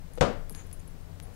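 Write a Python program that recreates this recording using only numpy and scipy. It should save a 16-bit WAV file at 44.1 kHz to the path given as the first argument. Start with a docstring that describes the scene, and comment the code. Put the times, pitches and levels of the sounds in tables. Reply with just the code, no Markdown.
"""A dog and a pet door

A dog backs out of a pet door in a small room: the flap ticks, then bangs shut and chatters against its
frame, which rings. The metal links of the collar strike each other and clink, paws land softly and fur
brushes past the frame, over a low room rumble. The sound is on the left; the right channel carries only
a faint copy and hiss."""
import sys
import numpy as np
from scipy import signal
from scipy.fft import rfft, irfft, next_fast_len
from scipy.io import wavfile

SR = 44100
rng = np.random.default_rng(int(sys.argv[2]) if len(sys.argv) > 2 else 0)


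def dump_mix(stems):
    """Bounce the given channels to the path in sys.argv[1] as a 16-bit WAV at rate SR."""
    frames = np.atleast_2d(stems).T  # one column per channel
    limited = np.clip(frames, -1, 1)  # hard clip at full scale
    pcm = np.round(limited * 32767).astype(np.int16)
    wavfile.write(sys.argv[1], SR, pcm)


N = 59535  # samples: 1.35 s
TOP_HZ = 15750

# Tone colour of the room's rumble (frequency [Hz], relative level [dB])
RUMBLE_COLOUR = [(12, -17.5), (20, 9), (38, -9), (85, -5), (122, -14.5), (157, -12), (213, -22.5),
                 (289, -22.5), (333, -27), (452, -25.5), (1160, -36), (1670, -37), (2270, -41), (3080, -43),
                 (15500, -52.5)]
# Droning tones in the room (frequency [Hz], level [dB])
HUM_TONES = [(90, -51), (156, -53)]
RUMBLE_DB, HUM_WIDTH_HZ = -38, 7
# Tone colour of the hiss on the right (frequency [Hz], relative level [dB])
HISS_COLOUR = [(20, 24), (100, 10), (500, -1.5), (3000, -3.5), (15000, -6.5)]
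HISS_DB, LEAK_DB = -60.5, -44

# Fur brushing the frame (peak time [s], half length [s], level [dB])
FUR_STROKES = [(0.554, .012, -49), (0.599, 0.017, -47.5), (.66, .02, -56), (.715, 0.0046, -56.5),
               (0.814, 0.017, -62)]
# Tone colour of rubbed fur (frequency [Hz], relative level [dB])
FUR_COLOUR = [(200, 8), (700, 1), (1600, 0.5), (3000, -7), (6000, -15), (14000, -27)]
# Paws shuffling on the carpet (peak time [s], half length [s], level [dB])
CARPET_STROKES = [(1.12, 0.05, -61.5), (1.29, 0.056, -55)]
# Tone colour of rubbed carpet (frequency [Hz], relative level [dB])
CARPET_COLOUR = [(100, -3), (400, -3), (750, 3), (1200, -12), (3000, -21), (12000, -26)]
# Soft steps (time [s], level [dB])
PAW_STEPS = [(0.502, -40), (0.633, -49), (.832, -53), (0.939, -48.5), (1.08, -49), (1.278, -47.5)]
# Tone colour of a step (frequency [Hz], relative level [dB])
PAW_COLOUR = [(60, -14), (180, 4), (400, 0), (700, -11.5), (1500, -29), (5000, -57)]
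PAW_RISE_S, PAW_FADE_S = 0.0029, 0.15  # a fade time is how long a sound takes to drop by 60 dB

# A lone dry tick (time [s], level [dB])
LONE_TICK = [(1.2008, -24.5)]
# Tone colour of that tick (frequency [Hz], relative level [dB])
TICK_COLOUR = [(200, 3), (1000, -3), (2500, 0), (5000, -5), (9000, -8), (15000, -18.5)]
# The collar snapping tight (time [s], level [dB])
COLLAR_SNAPS = [(.1351, -45), (.4965, -26.5), (.5493, -23), (.7145, -34)]
# Tone colour of a snap (frequency [Hz], relative level [dB])
SNAP_COLOUR = [(500, -16), (2000, 0.5), (3300, -4.5), (4700, 1), (6500, -6), (9000, -8), (15000, -13.5)]

# Collar clinks (time [s], level [dB], fade time [s], boost of the two lowest notes [dB])
COLLAR_CLINKS = [(0.1357, -41.5, 0.027, 2), (0.1538, -46, 0.036, 4), (.169, -51, .03, -5),
                 (.4963, -30, 0.023, -16), (.508, -39, 0.067, -7), (0.5244, -38.5, 0.027, -3),
                 (0.5495, -43, 0.27, 5), (0.6667, -47, .04, -6), (0.7281, -33, 0.046, -2),
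                 (0.7954, -45.5, 0.054, 7), (0.8765, -42, 0.028, -9), (1.0111, -56, .04, 9),
                 (1.226, -44.5, 0.092, -12), (1.2336, -42, 0.043, -11), (1.34, -53, .08, 11)]
# Notes that a metal link rings with (frequency [Hz], relative level [dB])
LINK_NOTES = [(6675, -4), (8445, -3), (9080, -0.5), (10330, -14), (10610, 2), (10860, 1), (10960, 5.5),
              (11150, -31)]
LINK_SCATTER_DB, LINK_DETUNE = 2.5, 0.0063  # no two links ring alike
# Tone colour of the click as two links meet (frequency [Hz], relative level [dB])
CLICK_COLOUR = [(2000, -3), (7000, -9), (11000, 14.5), (15000, -14)]
CLICK_DB, CLICK_FADE_S = -3, 0.0089
SING_START_S, SING_HZ, SING_DB, SING_RISE_S, SING_FADE_S = 0.551, 6690, -48, 0.043, 0.2
COLLAR_ECHO_DB, COLLAR_ECHO_FADE_S = -6.5, 0.14

# Tone colour of the bang's echo in the room (frequency [Hz], relative level [dB])
BANG_ECHO_COLOUR = [(60, -13.5), (200, -0.5), (350, -8.5), (540, 1.5), (670, -5), (900, -12.5), (1400, -15),
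                    (2500, -22), (5000, -28), (8000, -35), (15000, -55)]
# How long the room echoes (frequency [Hz], fade time [s])
ROOM_FADE_TIMES = [(100, 0.39), (500, .4), (1500, 0.44), (4000, 0.35), (8000, 0.3), (15000, 0.22)]
BANG_ECHO_DB, BANG_ECHO_RISE_S = -16.5, 0.019
# Notes that the door frame and wall ring with (frequency [Hz], relative level [dB])
FRAME_NOTES = [(156, -3), (193, -1), (252, 0), (312, -6), (401, -2), (538, 4), (569, -1), (726, 2),
               (779, -5), (957, -4), (1117, -6), (1220, -7), (1323, -4), (1427, -8)]
SLAM_S, FRAME_DB, FRAME_RISE_S, FRAME_FADE_S = 0.2112, -23, 0.008, 0.29

# The flap hitting its frame (time [s], knock level [dB], crack level [dB], thump level [dB])
FLAP_HITS = [(0.1759, -33, -38.5, -43), (0.1822, -25, -36, -38), (0.2088, -49, -39, -13.5),
             (0.2093, -30, -16, -26), (0.2109, -14, -13, -30), (.2168, -15, -21.5, -31),
             (0.223, -19, -19.5, -7.5), (0.2407, -55, -51, -23)]
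# Tone colour of the crack (frequency [Hz], relative level [dB])
CRACK_COLOUR = [(100, -8), (550, 2), (1000, -6.5), (2200, -10), (4000, -15), (7200, -20.5), (10000, -30),
                (15000, -59)]
KNOCK_HZ, KNOCK_FADE_S = 500, 0.045  # the flap's own dull note
CRACK_FADE_S, THUMP_HZ, THUMP_FADE_S = 0.027, 140, 0.029
PUFF_HZ, PUFF_DB, PUFF_FADE_S = 33.6, -18.5, 0.23


def amp(db):
    """Turn decibels into a number to multiply by."""
    return 10 ** (np.asarray(db) / 20)


def unit(x):
    """Scale a sound to an average strength (rms) of 1."""
    return x / np.sqrt(np.mean(x ** 2) + 1e-20)


def along(points, hz):
    """Read between the rows of a (frequency, value) table, on a log frequency scale."""
    freqs, values = np.transpose(points)
    return np.interp(np.log(hz + 1), np.log(freqs + 1), values)


def filtered(x, response):
    """Turn each frequency of x up or down by the gain response(hz)."""
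    size = next_fast_len(N + SR // 2)
    return irfft(rfft(x, size) * response(np.fft.rfftfreq(size, 1 / SR)), size)[..., :N]


def noise(colour):
    """Noise of strength 1 with the given tone colour."""
    return unit(filtered(rng.standard_normal(N), lambda hz: amp(along(colour, hz))))


def since(start):
    """Seconds since the start time, zero before it."""
    return np.maximum(np.arange(N) / SR - start, 0)


def rise(t, rise_s):
    """Climb from 0 to 1 in rise_s seconds, then stay there."""
    return np.minimum(t / rise_s, 1)


def fade(t, fade_s):
    """Silent until t passes zero, then dropping by 60 dB every fade_s seconds."""
    return (t > 0) * np.exp(-np.log(1000) * t / fade_s)


def ring(t, hz, fade_s):
    """One pure note of a struck object, dying away."""
    return np.sin(2 * np.pi * hz * t) * fade(t, fade_s)


def pulse(colour):
    """One sudden click with the given tone colour and a peak of 1."""
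    log_gain = np.log(amp(along(colour, np.fft.rfftfreq(512, 1 / SR))))
    # Keeping the first half of the cepstrum packs the energy at the start of the click.
    cepstrum = 2 * irfft(log_gain) * (np.arange(512) < 256)
    click = irfft(np.exp(rfft(cepstrum)))
    return click / np.abs(click).max()


def room_rumble():
    """The room rumbles, and two narrow bands of noise drone along."""
    drone = np.zeros(N)
    for pitch, db in HUM_TONES:
        band = filtered(rng.standard_normal(N), lambda hz: np.exp(-((hz - pitch) / HUM_WIDTH_HZ) ** 2))
        drone += amp(db) * unit(band)
    return amp(RUMBLE_DB) * noise(RUMBLE_COLOUR) + drone


def rubbing(strokes, colour):
    """Soft surfaces slide past each other: noise swells and fades with each stroke."""
    swells = sum(amp(db) * np.exp(-((since(0) - peak) / half) ** 2 / 2) for peak, half, db in strokes)
    return noise(colour) * swells


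def paws():
    """Each paw lands on the carpet with a short burst of dull noise."""
    loudness = np.zeros(N)
    for start, db in PAW_STEPS:
        t = since(start)
        loudness += amp(db) * rise(t, PAW_RISE_S) * fade(t, PAW_FADE_S)
    return noise(PAW_COLOUR) * loudness


def ticks(events, colour):
    """Short dry ticks that do not ring: one pulse for each event."""
    hits = np.zeros(N)
    for start, db in events:
        hits[round(start * SR)] = amp(db)
    return signal.fftconvolve(hits, pulse(colour))[:N]


def singing_link():
    """One link swings free and rings on: a high note swells, then fades."""
    t = since(SING_START_S)
    dying = np.exp(-np.log(1000) * since(SING_START_S + SING_RISE_S) / SING_FADE_S)
    return amp(SING_DB) * rise(t, SING_RISE_S) * dying * np.sin(2 * np.pi * SING_HZ * t)


def link_ring(t, fade_s, low_boost_db):
    """A struck link rings with several high notes, a little different each time."""
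    notes = np.zeros(N)
    for k, (hz, db) in enumerate(LINK_NOTES):
        sign = rng.choice([-1, 1])
        gain = amp(db + low_boost_db * (k < 2) + rng.normal(0, LINK_SCATTER_DB))
        pitch = hz * (1 + rng.normal(0, LINK_DETUNE))
        notes += sign * gain * ring(t, pitch, fade_s)
    return unit(notes) * np.std(fade(t, fade_s)) / 2  # long and short rings start about equally loud


def collar():
    """Metal links click together, ring and quickly still each other; the room echoes faintly."""
    clinks = np.zeros(N)
    for start, db, fade_s, low_boost_db in COLLAR_CLINKS:
        t = since(start)
        ringing = link_ring(t, fade_s, low_boost_db)
        click = amp(CLICK_DB) * noise(CLICK_COLOUR) * fade(t, CLICK_FADE_S)
        clinks += amp(db) * (ringing + click)
    room_tail = rng.standard_normal(N) * fade(since(0), COLLAR_ECHO_FADE_S)
    echo = signal.fftconvolve(clinks, room_tail / np.linalg.norm(room_tail))[:N]
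    return clinks + amp(COLLAR_ECHO_DB) * echo


def bang_echo():
    """The slam spreads round the room as a wash of noise whose highs die first."""
    hz, times, bands = signal.stft(noise(BANG_ECHO_COLOUR), SR, nperseg=256)
    fades = fade(np.maximum(times - SLAM_S, 0), along(ROOM_FADE_TIMES, hz)[:, None])
    tail = signal.istft(bands * fades, SR)[1][:N]
    return amp(BANG_ECHO_DB) * rise(since(SLAM_S), BANG_ECHO_RISE_S) * tail


def frame_ring():
    """The hardest hit sets the frame ringing; the sound builds as it spreads through the wall."""
    t = since(SLAM_S)
    notes = sum(rng.choice([-1, 1]) * amp(db) * ring(t, hz, FRAME_FADE_S) for hz, db in FRAME_NOTES)
    return amp(FRAME_DB) * rise(t, FRAME_RISE_S) * notes


def flap():
    """Each hit on the frame knocks, cracks and thumps; the closing flap pushes a deep puff of air."""
    hits = np.zeros(N)
    for start, knock_db, crack_db, thump_db in FLAP_HITS:
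        t = since(start)
        hits += amp(knock_db) * ring(t, KNOCK_HZ, KNOCK_FADE_S)
        hits += amp(crack_db) * noise(CRACK_COLOUR) * fade(t, CRACK_FADE_S)
        hits += amp(thump_db) * ring(t, THUMP_HZ, THUMP_FADE_S)
    puff = -amp(PUFF_DB) * ring(since(SLAM_S), PUFF_HZ, PUFF_FADE_S)
    return hits + puff


def scene():
    """Door, dog and room sound on the left and barely leak into the hiss on the right."""
    door = bang_echo() + flap() + frame_ring()
    jingle = collar() + singing_link() + ticks(COLLAR_SNAPS, SNAP_COLOUR)
    dog = paws() + rubbing(FUR_STROKES, FUR_COLOUR) + rubbing(CARPET_STROKES, CARPET_COLOUR)
    left = door + jingle + dog + ticks(LONE_TICK, TICK_COLOUR) + room_rumble()
    right = amp(LEAK_DB) * left + amp(HISS_DB) * noise(HISS_COLOUR)
    return np.array([left, right])


def record(dry):
    """Cut away everything higher than TOP_HZ."""
    return filtered(dry, lambda hz: hz < TOP_HZ)


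dry = scene()
out = record(dry)
dump_mix(out)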